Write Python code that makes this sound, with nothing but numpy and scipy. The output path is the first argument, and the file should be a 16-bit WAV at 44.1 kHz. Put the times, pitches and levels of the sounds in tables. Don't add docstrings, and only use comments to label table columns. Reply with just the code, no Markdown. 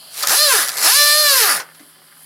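import sys
import numpy as np
from scipy import signal
from scipy.fft import rfft, irfft, next_fast_len
from scipy.io import wavfile
from scipy.ndimage import uniform_filter1d, map_coordinates

SR = 44100
rng = np.random.default_rng(int(sys.argv[2]) if len(sys.argv) > 2 else 0)


def digitize_waveform(pressure):
    field = np.atleast_2d(pressure).T
    bounded = np.clip(field, -1, 1)
    quanta = np.round(bounded * 32767).astype(np.int16)
    wavfile.write(sys.argv[1], SR, quanta)


N = 99225
T = np.arange(N) / SR
FULL_HZ, VANE_COUNT = 590, 4


def amp(db):
    return 10 ** (np.asarray(db) / 20)


def unit(x):
    return x / np.sqrt(np.mean(x ** 2) + 1e-20)


def along(points, hz):
    f, v = np.transpose(points)
    return np.interp(np.log(hz + 1), np.log(f + 1), v)


def curve(rows):
    return np.interp(T, *np.transpose(rows))


def wobble(rate):
    knots = rng.standard_normal(2 * N)
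    return map_coordinates(knots, [T * rate + 2], mode="nearest")


def coloured(x, points):
    m = 2 * next_fast_len(N)
    gain = amp(along(points, np.fft.rfftfreq(m, 1 / SR)))
    cepstrum = irfft(np.log(gain))
    cepstrum[1:m // 2] *= 2
    cepstrum[m // 2 + 1:] = 0
    response = np.exp(rfft(cepstrum))
    return irfft(rfft(x, m) * response)[:N]


def noise(points):
    return unit(coloured(rng.standard_normal(N), points))


def dying(start, t60, attack):
    t = np.maximum(T - start, 0)
    return amp(-60 * t / t60) * (1 - np.exp(-t / attack))


def swell(middle, length):
    return np.exp(-((T - middle) / length) ** 2 / 2)


def wire_strikes(rate, scatter_db):
    hit = rng.random(N) < rate / SR
    sign = rng.choice([-1, 1], N)
    size = amp(scatter_db * rng.standard_normal(N))
    return unit(hit * sign * size / np.sqrt(rate))


def background():
    # freq_hz, gain_db
    garage_air = [(25,-25),(100,1.5),(200,3),(290,6),(330,-10),(372,9),(450,-15),(600,-30),(780,-2.5),(1200,-12),(1800,-6),(2500,-10),(3100,8.5),(3700,0),(4700,7),(6500,-11),(9000,0),(16000,-4)]
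    # freq_hz, gain_db
    leak_colour = [(100,-57),(6500,-16),(9000,-6),(10500,2.5),(11500,1),(13000,-12),(14500,-3),(16000,-41)]
    # time_s, level_db
    leak_level = [(0,-46.5),(1.68,-50.5),(1.85,-47),(2.0,-52),(2.25,-45)]
    # freq_hz, gain_db
    valve_colour = [(100,-52),(700,-9.5),(1800,-30),(3200,-7.5),(3700,-17),(4300,-4),(4900,-7),(5700,-31),(7500,-22),(16000,-38)]
    hum_hz, hum_db = 162, -63
    air_db, valve_db = -51.5, -43.5

    hum_tone = np.sqrt(2) * np.sin(2 * np.pi * hum_hz * T + .3 * wobble(7))
    hum = hum_tone * amp(hum_db + 2 * wobble(12))
    leak = noise(leak_colour) * amp(curve(leak_level) + 2.4 * wobble(14.13))
    valve = noise(valve_colour) * amp(valve_db) * np.interp(T, [.25, .35], [1, 0])
    return hum + leak + valve + amp(air_db) * noise(garage_air)


def room(x):
    # freq_hz, t60_s
    room_t60 = [(200,0.14),(1500,0.13),(5000,0.076),(12000,0.093)]
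    hz, t, bins = signal.stft(rng.standard_normal(SR // 2), SR, nperseg=256)
    decay = amp(-60 * t / along(room_t60, hz)[:, None])
    tail = signal.istft(bins * decay, SR, nperseg=256)[1]
    delayed = np.pad(tail, (90, 0))
    return signal.fftconvolve(x, delayed / np.linalg.norm(tail))[:N]


def handling():
    bump_colour = [(40, -26), (160, -13), (280, 13), (450, -10),
                   (1200, -5), (3000, -16), (16000, -35)]
    return amp(-46.5) * noise(bump_colour) * dying(1.8, 0.33, attack=0.0048)


def knocks():
    # start_s, level_db, ring_hz, ring_t60_s, thud_over_ring_db
    knock_rows = [(0.235,-8.5,1260,0.037,-9),(1.599,-25.5,1520,0.12,4),(1.747,-49.5,1490,0.076,6.5),(1.795,-41.5,2030,0.066,-0.5)]
    # freq_hz, gain_db
    thud_colour = [(60,-28),(250,-14.5),(650,-0.5),(1300,3.5),(2000,-1.5),(2400,-4),(3000,-3.5),(3600,-3),(6000,-3),(16000,-27)]
    thud_t60_s = 0.08
    out = np.zeros(N)
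    for start, db, hz, t60, thud_db in knock_rows:
        tone = np.sin(2 * np.pi * hz * (T - start) + .5 * wobble(200))
        ring = tone * dying(start, t60, attack=0.0024)
        thud = amp(thud_db) * noise(thud_colour) * dying(start, thud_t60_s, attack=0.00064)
        out += amp(db) * (ring + thud)
    return out


def snags():
    # middle_s, level_db, length_s
    snag_rows = [(0.2267,-18.5,0.0019),(0.232,-17.5,0.0018),(0.235,-15,0.00074),(0.2733,-7.5,0.0014),(0.286,-16,0.0019),(0.296,-11.5,0.0016),(0.649,-32,0.0011),(0.678,-15.5,0.00083),(0.6856,-14,0.00092),(0.693,-14,.001),(0.7,-19.5,0.0014),(0.719,-21,0.00067),(0.741,-24,0.0014),(0.7714,-16.5,0.00073),(0.7771,-18,0.0014),(0.7846,-15.5,0.00041)]
    # freq_hz, gain_db
    snag_colour = [(40,-55),(150,-34),(600,-12),(1600,-4),(3200,-8),(4600,5),(5600,-1),(7000,-2),(9000,-4),(11000,0),(16000,-10)]
    bursts = sum(amp(db) * swell(middle, length) for middle, db, length in snag_rows)
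    return noise(snag_colour) * bursts


def singing():
    # middle_s, length_s, level_db, centre_hz, width_hz
    singing_rows = [(0.555,0.084,-23,10050,910),(1.371,.09,-24,12560,1544),(1.512,0.038,-21.5,9830,642)]
    out = np.zeros(N)
    for middle, length, db, hz, width in singing_rows:
        phase = 2 * np.pi * hz * T
        band = wobble(width) * np.cos(phase) + wobble(width) * np.sin(phase)
        out += amp(db) * swell(middle, length) * band
    return out


def patchy(x, depth_db):
    bins = signal.stft(x, nperseg=512)[2]
    across_hz = uniform_filter1d(rng.standard_normal(bins.shape), size=7, axis=0)
    field = uniform_filter1d(across_hz, size=12, axis=1)
    return signal.istft(bins * amp(depth_db * unit(field)), nperseg=512)[1][:N]


def wire_wheel(puff_hz, puffs):
    # time_s, level_db
    scrub = [(0.1,-48),(0.15,-31),(0.19,-25),(0.215,-24),(0.228,-25.5),(0.255,-26),(0.278,-22),(0.305,-12),(0.45,-16),(0.53,-13.5),(0.62,-16.5),(0.7,-30.5),(0.735,-29.5),(0.765,-27),(0.81,-19),(0.85,-11),(1.0,-12.5),(1.22,-15.5),(1.43,-12.5),(1.53,-17.5),(1.57,-20),(1.605,-33.5),(1.635,-52)]
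    # freq_hz, gain_db
    rasp_colour = [(30,-7),(130,-56),(280,-37),(500,-8),(800,-19.5),(1300,-5),(2200,-1.5),(3200,1),(4000,6),(5100,8.5),(6500,3),(7600,4.5),(8600,2),(10000,8),(11300,5.5),(12600,4),(14500,-0.5),(16000,-11.5)]
    # time_s, level_db
    bore_ring = [(0.12,-53.5),(0.2,-36.5),(0.3,-31),(0.45,-36.5),(0.52,-28.5),(0.63,-26.5),(0.73,-36.5),(0.86,-46),(1.1,-53),(1.38,-30.5),(1.5,-16.5),(1.56,-24.5),(1.62,-45),(1.68,-67)]
    # freq_hz, gain_db
    bore_colour = [(30,-70),(250,-30),(550,-16),(900,-10),(1250,0),(1700,2),(2100,-4),(2900,-20),(3900,-20),(4500,-8),(5300,-8),(6000,-22),(16000,-45)]
    # time_s, level_db
    grind_level = [(0.13,-64),(0.19,-42.5),(0.27,-43),(0.31,-21),(0.37,-54),(0.46,-50),(0.56,-29.5),(0.66,-37),(0.73,-39.5),(0.78,-34),(0.86,-23.5),(0.93,-51),(1.25,-61),(1.4,-47),(1.5,-34),(1.58,-32.5),(1.68,-49.5),(1.74,-55)]
    # freq_hz, gain_db
    grind_colour = [(30,-65),(110,-24),(200,-15.5),(320,-5.5),(460,3.5),(650,5.5),(800,5),(1100,7.5),(2000,6),(5000,-22),(16000,-42)]
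    rasp_trim_db = -1.5
    shaft_beat, vane_beat = 0.067, 0.14

    shaft = shaft_beat * np.cos(2 * np.pi * puffs / VANE_COUNT)
    beat = 1 + shaft + vane_beat * np.cos(2 * np.pi * puffs)
    unevenness = amp(0.45 * wobble(260) * np.sqrt(FULL_HZ / puff_hz))
    strikes = wire_strikes(puff_hz * 36, scatter_db=1.5) * beat * unevenness
    rasp = unit(coloured(strikes, rasp_colour)) * amp(curve(scrub) + rasp_trim_db)
    rasp *= np.interp(T, [.06, .12, 1.62, 1.68], [0, 1, 1, 0])
    bore_strikes = wire_strikes(puff_hz * 6, scatter_db=2.5) * beat
    ring = unit(coloured(bore_strikes, bore_colour)) * amp(curve(bore_ring))
    grind_strikes = wire_strikes(puff_hz * 4, scatter_db=1) * beat
    grind = unit(coloured(grind_strikes, grind_colour)) * amp(curve(grind_level))
    return rasp + ring + grind


def exhaust(puff_hz, puffs, scatter_db=.5, jitter_s=.000004):
    vane_sizes = [1.05, .98, 1.01, .96]
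    # time_s, level_db
    fundamental_level = [(0.28,-52),(0.335,-38.5),(0.372,-42),(0.41,-28.5),(0.49,-26.5),(0.515,-39),(0.54,-25),(0.59,-43.5),(0.68,-62),(0.8,-60.5),(0.88,-42.5),(0.945,-44.5),(1.02,-27),(1.105,-33.5),(1.17,-26.5),(1.26,-27.5),(1.295,-38),(1.33,-25.5),(1.375,-39.5),(1.42,-26),(1.49,-46),(1.57,-46.5),(1.61,-64)]
    # time_s, level_db
    overtone_level = [(0.28,-36),(0.33,-22.5),(0.41,-25.5),(0.48,-24.5),(0.52,-16),(0.57,-26),(0.64,-37),(0.69,-38),(0.79,-58),(0.85,-21),(0.93,-22),(1.0,-20.5),(1.1,-20.5),(1.17,-25.5),(1.28,-23.5),(1.38,-19),(1.46,-23),(1.54,-30.5),(1.6,-50)]
    # time_s, level_db
    shrill_level = [(0.3,-55),(0.355,-27),(0.39,-17),(0.43,-15.5),(0.485,-18.5),(0.51,-32),(0.57,-55),(0.86,-55),(0.925,-26),(0.96,-15.5),(1.05,-17),(1.11,-16),(1.16,-18.5),(1.2,-16.5),(1.25,-18),(1.3,-14.5),(1.345,-22),(1.41,-32),(1.5,-55)]
    # freq_hz, gain_db
    low_colour = [(100,-34),(300,-7),(480,-0.5),(650,2.5),(800,1.5),(950,0),(1080,1.5),(1170,5.5),(1300,-0.5),(1550,2),(1760,6),(2100,-9),(2350,-2.5),(3000,-4),(4000,-18),(16000,-75)]
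    # freq_hz, gain_db
    high_colour = [(500,-55),(2600,-36),(3250,-20),(3520,-6),(3680,-11),(4100,2),(4300,2),(4650,-3),(4900,-1),(5100,-3),(5400,-7),(5900,-13),(7000,-22),(8800,-17),(9500,-18),(9900,-9),(10600,-18),(16000,-32)]

    k = np.arange(1, int(puffs[-1]))
    chance = rng.standard_normal((N // 10, 2))[:len(k)]
    at = (np.interp(k, puffs, T) + jitter_s * chance[:, 0]) * SR
    size = np.take(vane_sizes, k % VANE_COUNT) * amp(scatter_db * chance[:, 1])
    taps = at.astype(int)[:, None] + np.arange(-7, 9)
    offset = taps - at[:, None]
    shape = np.sinc(offset) * np.cos(np.pi * offset / 16) ** 2
    train = np.bincount(np.clip(taps, 0, N - 1).ravel(), (size[:, None] * shape).ravel(), N)
    cycle = np.cos(2 * np.pi * puffs)
    flow = puff_hz / SR * (1 + 2 * cycle)
    overtones = (np.mean(vane_sizes) * flow - train) * np.sqrt(FULL_HZ / puff_hz)

    base = -np.sqrt(2) * cycle * amp(curve(fundamental_level))
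    low_gain = amp(curve(overtone_level) + 1.4 * wobble(29.82))
    low = unit(coloured(overtones, low_colour)) * low_gain
    high_gain = amp(curve(shrill_level) + 0.89 * wobble(17.4))
    high = unit(coloured(overtones, high_colour)) * high_gain
    whine = coloured(base + low + high, [(20, -37), (110, -0.5), (16000, 0)])
    return whine * np.interp(T, [.26, .29, 1.59, 1.62], [0, 1, 1, 0])


def scene():
    # time_s, vane_puffs_hz
    first_burst = [(0.29, 140.6), (0.334, 349.3), (0.35, 458.0), (0.382, 581.4), (0.434, 613.7),
                   (0.48, 568), (0.52, 512.8), (0.554, 413), (0.656, 184), (0.68, 147.9)]
    # time_s, vane_puffs_hz
    second_burst = [(0.8, 145.2), (0.812, 176.5), (0.826, 209.5), (0.864, 314.1), (0.894, 413.7),
                    (0.918, 490.8), (0.946, 547.7), (0.97, 583.7), (1.106, 590.4), (1.2, 607.1),
                    (1.28, 580), (1.36, 525.7), (1.418, 453.8), (1.468, 370.6), (1.568, 178.4), (1.6, 133)]
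    # freq_hz, gain_db
    room_colour = [(100,-19.5),(400,9),(1500,5.5),(4000,1.5),(16000,1)]
    # freq_hz, side_over_mid_db
    side_level = [(100,-30),(350,-25.5),(700,-17),(1400,-10.5),(3000,-12),(9000,-2.5),(11500,-14.5),(13000,-46)]
    whine_room_db, wheel_room_db = -13.5, -13.5

    smooth_hz = uniform_filter1d(curve(list(first_burst) + list(second_burst)), size=600)
    puff_hz = smooth_hz * (1 + .0012 * wobble(60.7))
    puffs = np.cumsum(puff_hz) / SR

    floor = background()
    rubbing = patchy(wire_wheel(puff_hz, puffs), depth_db=1.94)
    wheel = rubbing + singing() + snags() + knocks() + handling()
    whine = exhaust(puff_hz, puffs)
    sent = coloured(amp(whine_room_db) * whine + amp(wheel_room_db) * wheel, room_colour)
    mid = whine + wheel + room(sent) + floor
    side = coloured(room(sent + amp(-5) * floor), side_level)
    return np.array([mid + side, mid - side])


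def record(dry):
    top_hz = 15900
    held = dry / (1 + np.abs(dry) ** 14) ** (1 / 14)
    m = next_fast_len(N + SR // 2)
    passed = np.fft.rfftfreq(m, 1 / SR) < top_hz
    return irfft(rfft(held, m) * passed, m)[:, :N]


dry = scene()
out = record(dry)
digitize_waveform(out)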